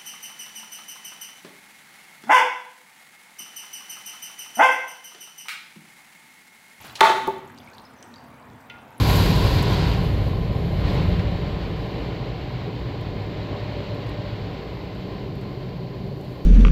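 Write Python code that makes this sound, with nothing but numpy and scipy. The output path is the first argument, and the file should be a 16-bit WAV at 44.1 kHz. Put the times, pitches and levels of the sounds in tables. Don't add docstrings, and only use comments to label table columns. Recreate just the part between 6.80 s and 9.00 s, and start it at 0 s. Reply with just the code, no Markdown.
import sys
import numpy as np
from scipy import signal
from scipy.fft import rfft, irfft
from scipy.io import wavfile
from scipy.ndimage import uniform_filter1d

SR = 44100
rng = np.random.default_rng(int(sys.argv[2]) if len(sys.argv) > 2 else 0)


def generate_wav(signal):
    frames = np.transpose(np.atleast_2d(signal))
    scaled = np.clip(frames, -1, 1) * 32767
    pcm = np.round(scaled).astype(np.int16)
    wavfile.write(sys.argv[1], SR, pcm)


N = 97020

# (frequency [Hz], relative spectral density [dB])
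BACKGROUND_SPECTRUM = [(25, -20), (50, -12.5), (85, -3), (140, 3), (180, -7.5), (228, 5.5), (275, 0),
                       (350, -8), (650, -6.5), (850, -4), (915, 0.5), (990, -6.5), (1300, -9.5),
                       (2200, -14), (3200, -22.5), (5500, -34), (10000, -36.5), (16000, -35)]
# (delay [s], level [dB])
WALL_ECHOES = [(0.0204, -5), (0.0403, -6.5), (.0600, -7.5), (.0880, -7), (.108, -13)]
# (frequency [Hz], t60 [s])
PORCH_DECAY = [(100, 0.9), (400, 0.56), (900, 0.66), (2000, 0.72), (4000, 0.65), (12000, 0.6)]
# (time [s], level [dB])
SPATTER_LEVELS = [(0, -47), (.2, -52), (.6, -58), (.85, -57.5), (1.1, -62.5), (1.5, -64), (2.2, -65)]
# (time [s], level [dB], starting bubble frequency [Hz], t60 [s])
DROPS = [(.023, -43, 7250, 0.0086), (0.049, -39, 10000, 0.0095), (0.079, -33.5, 4160, 0.012),
         (.097, -33, 3890, 0.012), (0.699, -40, 1633, 0.048), (0.777, -35.5, 3800, 0.005),
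         (0.7855, -34, 4720, 0.0072), (.802, -38.5, 3320, 0.017), (.874, -40, 2225, 0.046),
         (.885, -43.5, 2440, 0.032), (0.9, -41, 5900, 0.0037), (0.934, -41.5, 4200, 0.016),
         (0.949, -41, 4570, 0.013), (.982, -33.5, 3840, 0.0089), (.997, -41, 4180, 0.011),
         (1.052, -44, 5070, 0.027), (1.166, -57, 6100, 0.05), (1.186, -48, 5790, 0.042),
         (1.2267, -29, 5840, 0.0063), (1.230, -38, 2970, 0.012), (1.238, -52, 8160, 0.042),
         (1.340, -31, 3780, 0.0063), (1.359, -38.5, 4620, 0.019), (1.382, -45, 4480, .02),
         (1.7, -43, 3630, .005), (2.180, -42.5, 10870, 0.018)]
# (frequency [Hz], relative level [dB], t60 [s])
TAP_MODES = [(1421, -44, 0.27), (2024, -40, 0.092), (2095, -45, 0.14), (2509, -41.5, .08),
             (2708, -40.5, 0.068), (3090, -39.5, .05), (3467, -40.5, 0.044), (3700, -60, 0.072),
             (6030, -43.5, 0.014)]
# (time [s], level [dB], centre [Hz], width [octaves], t60 [s])
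SWISHES = [(0, -48, 2310, 1.08, 1), (.039, -42, 870, 1.9, 0.43), (0.153, -31, 3430, 0.83, 0.1),
           (0.188, -37.5, 1240, 1.35, 0.53)]
# (frequency [Hz], relative spectral density [dB])
CRACK_SPECTRUM = [(40, -46), (150, -18.5), (230, -17), (380, -13), (700, -4), (1200, -2.5), (2200, -5.5),
                  (2800, -12), (3900, -9), (5300, -23), (9000, -23.5), (16000, -16.5)]
# (frequency [Hz], relative level [dB], t60 [s], rise time [s])
TUBE_MODES = [(375.6, -26.5, 0.28, 0.0052), (387.3, -21.5, 0.27, 0.0053), (530, -24, 0.055, 0.0041),
              (659, -22.5, 0.12, 0.0017), (851, -15, 0.09, .006), (883.6, -1, 0.089, 0.0052),
              (956, -13, 0.074, 0.0013), (1096.6, -20, 0.11, 0.001), (1110.5, -17.5, 0.11, 0.0036),
              (1305, -20, 0.063, 0.0012), (1708, -33.5, 0.065, 0.00079), (2120, -25, 0.05, 0.0025),
              (3153, -29, 0.06, 0.00064), (3504, -19, 0.071, 0.0011), (6340, -33.5, 0.051, 0.0011)]
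# (time [s], level [dB], cutoff [Hz], unfiltered contact [dB], send to porch [dB])
BLOWS = [(0.2075, 2.5, 8670, -13, 0), (0.4740, 3.5, 466, -25.5, -11)]


def amp(db):
    return 10 ** (np.asarray(db) / 20)


def unit(x):
    return x / np.sqrt(np.mean(x ** 2) + 1e-20)


def read(points, hz):
    f, value = np.transpose(points)
    return np.interp(np.log(hz + 1), np.log(f + 1), value)


def add(mix, s, sound):
    part = mix[max(round(s * SR), 0):][:len(sound)]
    part += sound[:len(part)]


def fade(t, t60):
    return np.exp(-np.log(1000) * t / t60)


def noise(db_of_hz, size):
    gain = amp(db_of_hz(np.fft.rfftfreq(size, 1 / SR)))
    return unit(irfft(rfft(rng.standard_normal(size)) * gain, size))


def background(level_db=-47, patch_db=2):
    hz, _, spectra = signal.stft(rng.standard_normal(N), SR, nperseg=2048, noverlap=1536)
    patches = uniform_filter1d(rng.standard_normal(spectra.shape), size=14, axis=0)
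    patches = unit(uniform_filter1d(patches, size=8, axis=1))
    spectra *= amp(read(BACKGROUND_SPECTRUM, hz)[:, None] + patch_db * patches)
    return amp(level_db) * unit(signal.istft(spectra, nperseg=2048, noverlap=1536)[1][:N])


def porch_response(build_s=0.022, tail_db=-0.5, echo_band_hz=(400, 2440)):
    t, echoes = np.arange(SR) / SR, np.zeros(SR)
    hz, frame_s, spectra = signal.stft(rng.standard_normal(SR), SR, nperseg=512)
    spectra *= fade(frame_s, read(PORCH_DECAY, hz)[:, None])
    tail = signal.istft(spectra, SR, nperseg=512)[1][:SR]
    tail *= 1 - np.exp(-(t / build_s) ** 2)
    for delay, db in WALL_ECHOES:
        add(echoes, delay, amp([db]))
    echoes = signal.lfilter(*signal.butter(1, echo_band_hz, 'bandpass', fs=SR), echoes)
    return amp(tail_db) * tail / np.linalg.norm(tail) + echoes


def trickle(per_s=220, low_hz=2400, high_hz=14540, tilt_db=-0.5):
    out, t = np.zeros(N), np.arange(SR // 20) / SR
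    lowpass = signal.butter(2, 700, fs=SR)
    for _ in range(int(per_s * N / SR)):
        when, size, pitch, length = rng.random(4)
        s, hz = when * N / SR, low_hz + (high_hz - low_hz) * pitch
        size_db = -1.86 * np.log(max(1 - size, 0.03))
        db = np.interp(s, *np.transpose(SPATTER_LEVELS)) + tilt_db * pitch + size_db
        flutter = unit(signal.lfilter(*lowpass, rng.random(len(t)) - 0.5))
        fizz = flutter * np.sin(2 * np.pi * hz * t)
        add(out, s, amp(db) * fizz * fade(t, t60=0.026 * (0.13 + length)))
    return out


def splat(hz, t60):
    t = np.arange(SR // 10) / SR
    band = noise(lambda f: -18.5 * np.log2((f + 1) / hz) ** 2, len(t))
    return band * fade(t, t60) * (1 - np.exp(-t / 0.00019))


def drips(pitch_rise=0.14, scatter_db=-1.5, splat_db=-9):
    out, t = np.zeros(N), np.arange(SR // 10) / SR
    for s, db, hz, t60 in DROPS:
        glide_hz = hz * (1 + pitch_rise * np.minimum(t / t60, 1))
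        envelope = fade(t, t60) * (1 - np.exp(-t / 0.00087))
        bubble = envelope * np.sin(2 * np.pi * np.cumsum(glide_hz) / SR)
        scatter = rng.standard_normal(len(t)) * fade(t, t60=0.056)
        blur = signal.fftconvolve(bubble, scatter / np.linalg.norm(scatter))[:len(t)]
        drop = bubble + amp(scatter_db) * blur + amp(splat_db) * splat(hz, t60=0.012)
        add(out, s, amp(db) * drop)
    return out


def bamboo_tap(at_s=1.8985, ring_gain_db=1.5, splat_db=-43.5):
    out, t = np.zeros(N), np.arange(SR // 3) / SR
    ring = sum(amp(db) * fade(t, t60) * np.sin(2 * np.pi * hz * t) for hz, db, t60 in TAP_MODES)
    add(out, at_s, amp(ring_gain_db) * ring * (1 - np.exp(-t / 0.00088)))
    add(out, at_s, amp(splat_db) * splat(hz=2600, t60=0.11))
    return out


def swing(rise_s=0.0023):
    out, t = np.zeros(N), np.arange(SR // 2) / SR
    for s, db, hz, octaves, t60 in SWISHES:
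        hiss = noise(lambda f: -28.4 * np.log10(1 + (np.log2((f + 1) / hz) / octaves) ** 2), len(t))
        add(out, s, amp(db) * hiss * fade(t, t60) * (1 - np.exp(-t / rise_s)))
    return out


def crack(energy_db=12, length_s=0.049, bass_lag_s=0.007, lag_corner_hz=794):
    t, hz = np.arange(SR) / SR, np.fft.rfftfreq(SR, 1 / SR)
    magnitude = amp(read(CRACK_SPECTRUM, hz))
    burst = rng.standard_normal(SR) * fade(t, length_s)
    for _ in range(8):
        phase = np.angle(rfft(burst))
        burst = irfft(magnitude * np.exp(1j * phase), SR) * (t < length_s)
    group_delay_s = bass_lag_s / (1 + (hz / lag_corner_hz) ** 2)
    burst = irfft(rfft(burst) * np.exp(-2j * np.pi * np.cumsum(group_delay_s)), SR)
    return amp(energy_db) * burst / np.linalg.norm(burst)


def knock(cutoff_hz, unfiltered_db, snap_db=-4, snap_hz=1590, snap_s=0.00031):
    t, ring = np.arange(SR) / SR, np.zeros(SR)
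    for hz, db, t60, rise_s in TUBE_MODES:
        envelope = fade(t, t60) * (1 - np.exp(-(t / rise_s) ** 2))
        ring += amp(db) * envelope * np.sin(2 * np.pi * hz * t)
    snap = amp(snap_db) * np.exp(-t / snap_s) * np.cos(2 * np.pi * snap_hz * t)
    contact = crack() + snap
    dulled = signal.lfilter(*signal.butter(2, cutoff_hz, fs=SR), ring + contact)
    return dulled + amp(unfiltered_db) * contact


def scene(small_send_db=-8.5):
    porch, wash = porch_response(), background()
    knocks, to_porch = np.zeros(N), np.zeros(N)
    for s, db, cutoff_hz, unfiltered_db, send_db in BLOWS:
        blow = amp(db) * knock(cutoff_hz, unfiltered_db)
        add(knocks, s, blow)
        add(to_porch, s, amp(send_db) * blow)
    small_sounds = drips() + swing() + bamboo_tap() + trickle()
    to_porch += amp(small_send_db) * small_sounds
    reverberation = signal.fftconvolve(to_porch, porch)[:N]
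    return (wash + small_sounds + knocks + reverberation)[None]


def record(dry, threshold_db=-8.5, share=0.6, fall_db_per_s=126, edge_hz=15850):
    power_db = 10 * np.log10(abs(uniform_filter1d(dry[0] ** 2, size=200)) + 1e-12)
    fall_db = np.arange(N) * fall_db_per_s / SR
    peak_db = np.maximum.accumulate(power_db + fall_db) - fall_db
    excess_db = np.maximum(peak_db - threshold_db, 0)
    reduction_db = share * uniform_filter1d(excess_db, size=100)
    held = np.clip(dry / amp(reduction_db), -1, 1)
    lowpass = signal.firwin(511, edge_hz, window=("kaiser", 9), fs=SR)
    return signal.oaconvolve(held, lowpass[None], "same")


dry = scene()
out = record(dry)
generate_wav(out)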